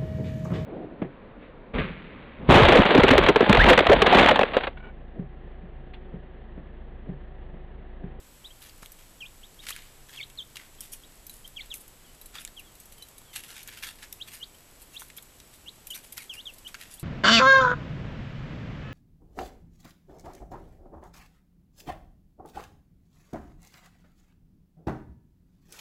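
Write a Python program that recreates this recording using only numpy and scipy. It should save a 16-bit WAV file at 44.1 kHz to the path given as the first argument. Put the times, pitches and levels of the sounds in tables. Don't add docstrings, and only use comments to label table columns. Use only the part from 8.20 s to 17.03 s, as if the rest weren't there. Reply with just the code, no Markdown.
import sys
import numpy as np
from scipy import signal
from scipy.fft import rfft, irfft, next_fast_len
from scipy.io import wavfile
from scipy.ndimage import map_coordinates

SR = 44100
rng = np.random.default_rng(int(sys.argv[2]) if len(sys.argv) > 2 else 0)


def dump(signal):
    limited = np.clip(np.atleast_2d(signal).T, -1, 1)
    pcm = np.round(limited * 32767).astype(np.int16)
    wavfile.write(sys.argv[1], SR, pcm)


N = 389403


def amp(db):
    return 10 ** (np.asarray(db) / 20)


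def unit(x):
    return x / np.sqrt(np.mean(x ** 2) + 1e-20)


def along(points, hz):
    f, v = np.transpose(points)
    return np.interp(np.log(hz + 1), np.log(f + 1), v)


def fade(t, t60):
    return np.exp(-np.log(1000) * t / t60)


def contact(t, t60, spike_db):
    return fade(t, t60) + amp(spike_db) * fade(t, 0.0024)


def wobble(count, step):
    return map_coordinates(rng.standard_normal(int(count / step) + 4), [np.arange(count) / step])


def filtered(x, response):
    size = next_fast_len(len(x) + SR // 8)
    return irfft(rfft(x, size) * response(np.fft.rfftfreq(size, 1 / SR)), size)[:len(x)]


def coloured(x, tone, uneven_db=0, uneven_hz=500):
    def response(hz):
        return amp(along(tone, hz) + uneven_db * wobble(len(hz), uneven_hz / hz[1]))
    return unit(filtered(x, response))


def add(track, s, sound):
    start = max(round(s * SR), 0)
    track[start:start + len(sound)] += sound[:max(len(track) - start, 0)]


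def chips(count, per_second, spread_db, rub, snap_t60):
    size = amp(spread_db * np.minimum(rng.exponential(size=count), 2.5))
    starts = (rng.random(count) < per_second / SR) * size
    snap = fade(np.arange(SR // 100) / SR, snap_t60)
    crackle = signal.fftconvolve(starts, snap)[:count] * rng.standard_normal(count)
    return unit(crackle) + rub * rng.standard_normal(count)


# f/Hz, relative level/dB
HISS_TONE = [(20, -3.5), (45, -3), (80, -10), (250, -14.5), (700, -19), (1400, -22.5), (2600, -24),
             (3050, -23.5), (3900, -25.5), (6300, -27), (7700, -23), (8600, -27.5), (12500, -24.5),
             (14000, -29.5)]

def hiss(level_db=-54):
    return amp(level_db) * coloured(rng.standard_normal(N), HISS_TONE)


# t/s, level/dB
RUMBLE_LEVELS = [(0, -62), (.5, -48.5), (1.1, -52), (1.7, -50), (2.2, -55), (3.4, -49), (6.6, -59.5),
                 (8.83, -61)]

def rumble(t):
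    tone = [(8, -19), (20, 13.5), (45, -10.5), (100, -23), (400, -80)]  # f/Hz, relative level/dB
    return coloured(rng.standard_normal(N), tone) * amp(np.interp(t, *np.transpose(RUMBLE_LEVELS)))


def hum(t, hz=130, level_db=-76.5, swell_db=14.5, peak_s=1.92, width_s=0.58):
    swell = swell_db * np.exp(-((t - peak_s) / width_s) ** 2)
    loudness = amp(level_db + swell + 3.1 * wobble(N, SR / 9))
    return loudness * np.sin(2 * np.pi * hz * t + 0.76 * wobble(N, SR / 14))


# f/Hz, level/dB
WHINE_NOTES = [(7852, -70), (7882, -74.5)]

def whine(t):
    return sum(amp(db) * np.sqrt(2) * np.sin(2 * np.pi * hz * t + 0.36 * wobble(N, SR / 5))
               for hz, db in WHINE_NOTES)


# f/Hz, time to fade by 60 dB/s
ROOM_FADES = [(300, 0.27), (3000, 0.11), (12000, 0.036)]
# delay/s, relative level/dB
WALL_ECHOES = [(.0021, -23.5), (.0037, -26), (.0058, -24)]

def echoes(x, cage_db=-14, cage_t60=0.17, room_db=-19):
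    hz, t, bands = signal.stft(rng.standard_normal(SR // 3), SR, nperseg=256)
    room = signal.istft(bands * fade(t, along(ROOM_FADES, hz)[:, None]), SR, nperseg=256)[1]
    scatter = rng.standard_normal(len(room)) * fade(np.arange(len(room)) / SR, cage_t60)
    answer = amp(room_db) * room / np.linalg.norm(room)
    answer += amp(cage_db) * scatter / np.linalg.norm(scatter)
    for delay, db in WALL_ECHOES:
        answer[round(delay * SR)] += amp(db)
    return signal.fftconvolve(x, answer)[:N]


# f/Hz, relative level/dB
TICK_TONE = [(700, -46), (2000, -3), (3500, -1.5), (5000, 0), (7000, 1), (11000, 2.5), (14000, 2)]

def stirring(level_db=-67):
    ticks = chips(N, per_second=28, spread_db=3, rub=0, snap_t60=.012)
    return amp(level_db) * coloured(ticks, TICK_TONE)


# f/Hz, relative level/dB
RUSTLE_TONE = [(300, -36), (700, -15), (1100, -6.5), (1800, 0), (2500, 1.5), (3400, 0), (4500, -5.5),
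               (7000, -9), (12000, -16)]
# f/Hz, relative level/dB
CRISP_TONE = [(2000, -18), (4000, -5), (6000, -3.5), (8000, 0.5), (11000, 5), (14000, 2.5)]
# loudest moment t/s, fall time/s, relative rustle level/dB, relative crisp level/dB
FOOT_STROKES = [ (.428, .022, -49.5, -49.5), (.465, 0.026, -53, -52), (0.625, 0.0074, -47, -57),
                (.8, .03, -58.5, -55.5), (1.438, 0.031, -47, -56.5), (1.49, 0.023, -39, -39),
                (1.569, 0.083, -49, -64), (1.893, 0.013, -47.5, -60), (1.945, 0.063, -48.5, -59),
                (2.359, .0075, -44, -63), (2.403, 0.046, -49.5, -74), (2.611, 0.0077, -71, -37.5),
                (2.632, 0.034, -53.5, -46.5), (2.73, 0.019, -75, -38), (3.139, 0.07, -68, -49.5),
                (3.43, 0.033, -53, -65), (3.56, 0.03, -72, -43.5), (3.611, 0.011, -67, -43),
                (4.16, 0.037, -42, -58), (4.21, 0.024, -51, -46.5), (5.142, .018, -48, -44.5),
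                (5.165, 0.021, -38, -35), (5.245, .035, -50.5, -48.5), (5.305, .04, -46.5, -46.5),
                (5.372, .038, -44, -49.5), (5.486, .034, -46.5, -55), (5.535, 0.035, -47.5, -57),
                (5.582, 0.026, -47.5, -50), (5.636, .021, -37.5, -41.5), (5.68, .032, -41.5, -46),
                (5.789, .011, -52.5, -56), (5.83, 0.021, -43.5, -57), (6.085, 0.037, -49.5, -52),
                (6.137, 0.033, -46.5, -43.5), (6.745, 0.052, -56.5, -52), (6.81, 0.029, -58, -41),
                (7.336, .02, -60, -50), (7.754, 0.021, -43.5, -37.5), (7.847, 0.028, -55.5, -51),
                (7.98, 0.017, -42, -41.5), (8.024, 0.027, -50, -48), (8.15, .028, -53, -48),
                (8.489, 0.021, -50, -53), (8.618, 0.054, -47.5, -56), (8.715, .023, -54, -48)]

def scratching(gain_db=-1, rise_share=.52):
    out = np.zeros(N)
    for s, fall, rustle_db, crisp_db in FOOT_STROKES:
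        rise = rise_share * fall
        t = np.arange(-3 * rise, 4 * fall, 1 / SR)
        push = np.exp(np.where(t < 0, -(t / rise) ** 2, -t / fall))
        flakes = chips(len(t), per_second=800, spread_db=3.2, rub=.6, snap_t60=.007)
        rustle = amp(rustle_db) * coloured(flakes, RUSTLE_TONE, uneven_db=2.0, uneven_hz=219.7)
        crisp = amp(crisp_db) * coloured(flakes, CRISP_TONE, uneven_db=4.5, uneven_hz=429)
        add(out, s + t[0], push * (rustle + crisp))
    return amp(gain_db) * out


# multiple of the knock's pitch, relative level/dB
KNOCK_TONE = [(.2, -34), (.45, -21), (.7, -4.5), (1, 1.5), (1.4, -6.5), (2.2, -12.5), (4, -16), (8, -34)]
# t/s, knock pitch f/Hz, relative knock level/dB, relative tick level/dB
CLAW_TAPS = [ (0.4948, 4200, -50, -52), (0.6258, 140, -45, -55), (.63, 1400, -45, -54),
             (.6596, 3500, -63, -33), (1.4675, 1840, -36, -35), (1.4854, 2300, -41, -43),
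             (1.506, 2000, -34.5, -23.5), (1.563, 2150, -41.5, -36), (2.1, 2700, -49.5, -49),
             (2.3681, 2640, -35.5, -45), (4.155, 1000, -44.5, -50), (4.2499, 2690, -43, -32.5),
             (4.276, 1710, -51, -40), (5.017, 1130, -56, -51), (5.1608, 2530, -36.5, -30),
             (5.3809, 2150, -53, -39), (5.4756, 2500, -64, -35), (6.8192, 1280, -44, -42),
             (6.901, 2600, -45.5, -56), (6.9834, 1900, -48, -57), (7.201, 3000, -50, -42),
             (7.751, 2800, -56, -42), (7.973, 2500, -48, -39.5), (7.9787, 1500, -43.5, -31),
             (8.138, 3000, -60, -33.5), (8.5438, 1670, -34, -37), (8.5505, 2530, -42, -45),
             (8.613, 2440, -45, -32.5)]

def taps(knock_gain_db=5, tick_gain_db=7, knock_t60=0.026, tick_t60=0.0073, spike_db=-4):
    out, t = np.zeros(N), np.arange(SR // 20) / SR
    touch = 1 - np.exp(-t / .0003)
    for s, hz, knock_db, tick_db in CLAW_TAPS:
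        tone = [(hz * multiple, db) for multiple, db in KNOCK_TONE]
        knock = coloured(rng.standard_normal(len(t)), tone, uneven_db=4, uneven_hz=273)
        knock *= amp(knock_db + knock_gain_db) * fade(t, knock_t60)
        tick = coloured(rng.standard_normal(len(t)), TICK_TONE, uneven_db=7.5, uneven_hz=705)
        tick *= amp(tick_db + tick_gain_db) * contact(t, tick_t60, spike_db)
        add(out, s, touch * (knock + tick))
    return out


# f/Hz, relative level/dB
GRAIN_TONE = [(1000, -48), (2500, -8.5), (4000, -11), (6000, -9), (7500, -9), (9000, -2.5), (12000, -1),
              (14000, -8)]
# f/Hz, relative level/dB, time to fade by 60 dB/s
FEEDER_NOTES = [(3970, 0, 0.046), (6320, -7, 0.058), (7230, -14, 0.056), (8700, -9.5, .04),
                (11360, -5, 0.059), (13350, 5.5, .03)]
# t/s, relative level/dB, relative level of the lowest feeder note/dB, crack's fade time/s
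BEAK_PECKS = [ (0.7193, -38.5, -32, 0.038), (2.6068, -29, -34, 0.025), (2.7323, -34, -36, 0.071),
              (3.067, -34.5, -25, 0.025), (3.0959, -34.5, -9.5, .045), (3.2767, -36.5, -30, 0.022),
              (3.54, -25.5, -25, 0.028), (3.679, -40.5, -29, .03), (4.014, -40, -11, .045),
              (4.0582, -38.5, -20, 0.05), (4.3955, -43.5, -13, .055), (4.553, -46, -16, 0.056),
              (4.6007, -42, -29, .07), (4.6556, -44.5, -26, .06), (4.7224, -42, -21, .075),
              (4.7814, -41, -27, .03), (4.824, -37, -3.5, .04), (4.8856, -41, -28, .03),
              (4.981, -38.5, -21, 0.048), (5.43, -34.5, -30, 0.032), (5.9264, -29, -30, 0.024),
              (6.618, -41.5, -18, .085), (6.795, -37, -25, .035), (6.8836, -44, -18, .03),
              (6.9662, -37.5, -26, .05), (6.9743, -36.5, -20, .032), (7.025, -40, -23, .035),
              (7.6697, -31.5, -26, 0.039), (7.7044, -34.5, -26, 0.093), (7.9238, -30.5, -34, 0.047),
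              (8.337, -41.5, -28, .04), (8.3834, -43.5, -22, .06), (8.477, -39.5, -18, .06),
              (8.739, -35.5, -26, .06), (8.7964, -36, -18, 0.066)]

def pecks(crack_db=-3, ring_db=-15, husk_db=-27, low_ring_db=19, spike_db=-5, husk_t60=0.39):
    out, t = np.zeros(N), np.arange(SR // 6) / SR
    bite = 1 - np.exp(-t / 0.00015)
    for s, db, low_db, t60 in BEAK_PECKS:
        crack = coloured(rng.standard_normal(len(t)), GRAIN_TONE, uneven_db=4.5, uneven_hz=349)
        crack *= amp(crack_db) * contact(t, t60, spike_db)
        husks = amp(husk_db) * coloured(rng.standard_normal(len(t)), GRAIN_TONE) * fade(t, husk_t60)
        gains = amp(rng.normal(0, 3.0, len(FEEDER_NOTES)))
        gains[0] = amp(low_db + low_ring_db)
        ring = sum(gain * amp(note_db) * fade(t, note_t60) * np.sin(2 * np.pi * hz * t)
                   for gain, (hz, note_db, note_t60) in zip(gains, FEEDER_NOTES))
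        add(out, s, amp(db) * bite * (crack + husks + amp(ring_db) * ring))
    return out


# f/Hz, boost or cut/dB
THROAT_TONE = [(2100, -6), (2600, -4), (2850, -5), (3150, 1), (3650, 1), (4000, -1.5), (4700, 3),
               (6500, 12.5), (9000, -12)]
# start f/Hz, middle f/Hz, end f/Hz
CHICK_PEEPS = [ (0.24, 0.039, -39, 0.33, 2850, 3800, 3620), (0.302, .02, -45, 0, 2840, 3200, 3200),
               (1.004, 0.065, -31.5, 0.37, 3400, 2440, 3900), (1.23, .029, -42.5, 0, 2800, 3530, 3820),
               (1.388, .023, -42.5, 0.7, 3000, 3620, 3820), (1.483, 0.054, -34.5, 0.8, 3264, 2420, 4700),
               (1.972, 0.051, -29, 0.75, 3420, 2430, 2280), (1.998, .029, -36.5, 0.65, 2530, 3390, 3650),
               (2.026, 0.017, -31.5, 0.04, 2700, 3600, 4380), (2.174, 0.058, -32, 0.29, 4350, 3200, 3930),
               (2.584, .013, -49, .45, 2950, 3300, 3460), (2.834, 0.023, -47, 0.1, 3100, 3680, 3900),
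               (3.244, 0.02, -39.5, 0.43, 3180, 3140, 3770), (3.361, 0.023, -32, 0.9, 3410, 3240, 2520),
               (3.385, .026, -30.5, 0.5, 2550, 2200, 2040), (3.398, 0.027, -35, 0.4, 2440, 3580, 4500),
               (3.502, 0.049, -32.5, 0.4, 4000, 2956, 2080), (3.834, .081, -54.5, 0.7, 3450, 3010, 3160),
               (4.181, 0.016, -37.5, .3, 3170, 3610, 4100), (4.365, 0.049, -36.5, 0.6, 3480, 2920, 2200),
               (4.44, .078, -57.5, .2, 3480, 3270, 3000), (4.776, 0.069, -50, .6, 3180, 3040, 3170),
               (5.056, 0.092, -54, 1, 3520, 3160, 3080), (5.997, 0.036, -33.5, .8, 2370, 3230, 4360),
               (6.198, 0.029, -39, 0.8, 2980, 2910, 2950), (6.224, .022, -33, 0.25, 2990, 3450, 4950),
               (6.34, .018, -49.5, 0.3, 2850, 3080, 3350), (6.733, 0.031, -42.5, 0.7, 2910, 2680, 2950),
               (6.759, 0.023, -33.5, 0.57, 2890, 3500, 4440), (6.977, 0.017, -41.5, 0.4, 2980, 3520, 4320),
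               (7.458, 0.04, -35, 0.79, 2720, 3030, 4520), (7.702, 0.045, -30.5, 0.22, 3220, 2930, 4400),
               (7.985, 0.047, -37.5, 0.1, 2600, 2240, 2180), (8.093, 0.064, -31.5, 0.25, 3500, 2760, 2350),
               (8.164, 0.051, -33, .43, 2820, 2900, 4280), (8.254, .058, -34, 0.32, 3730, 3050, 2540),
               (8.448, 0.033, -32.5, 0.62, 3070, 2920, 3950), (8.768, 0.029, -53, .7, 2900, 3300, 3650)]

def peeps(gain_db=-1.7, edge_db=-11, octave_db=-32, jitter=0.0073, flutter_db=2.5, bend_late=0.906):
    out = np.zeros(N)
    for s, length, db, crest, start_hz, middle_hz, end_hz in CHICK_PEEPS:
        progress = np.linspace(0, 1, int(length * SR))
        bend = (1 - (2 * progress - 1) ** 2) * (1 + bend_late * (progress - .5))
        slide = start_hz + (end_hz - start_hz) * progress + (middle_hz - (start_hz + end_hz) / 2) * bend
        hz = slide * (1 + jitter * wobble(len(progress), SR / 700))
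        phase = 2 * np.pi * np.cumsum(hz) / SR
        octave = amp(octave_db + np.interp(hz, [2200, 2400], [15, 0]))
        whistle = np.sin(phase) + octave * np.sin(2 * phase)
        swell = np.interp(progress, [0, np.clip(crest, .05, .95), 1], [edge_db, 0, edge_db])
        flutter = flutter_db * wobble(len(progress), SR / 400)
        from_edge_s = np.minimum(progress, 1 - progress) * length
        soft_ends = np.sin(np.pi / 2 * np.clip(from_edge_s / .002, 0, 1)) ** 2
        add(out, s, amp(db + swell + flutter) * soft_ends * whistle)
    return amp(gain_db) * filtered(out, lambda hz: amp(along(THROAT_TONE, hz)))


def scene():
    t = np.arange(N) / SR
    chicks = peeps() + pecks() + taps() + scratching() + stirring()
    return (chicks + echoes(chicks) + hiss() + rumble(t) + hum(t) + whine(t))[None]


def record(dry, bass_hz=27, top_hz=14050):
    response = lambda hz: (hz < top_hz) * hz / np.hypot(hz, bass_hz)
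    return np.array([filtered(channel, response) for channel in dry])


dry = scene()
out = record(dry)
dump(out)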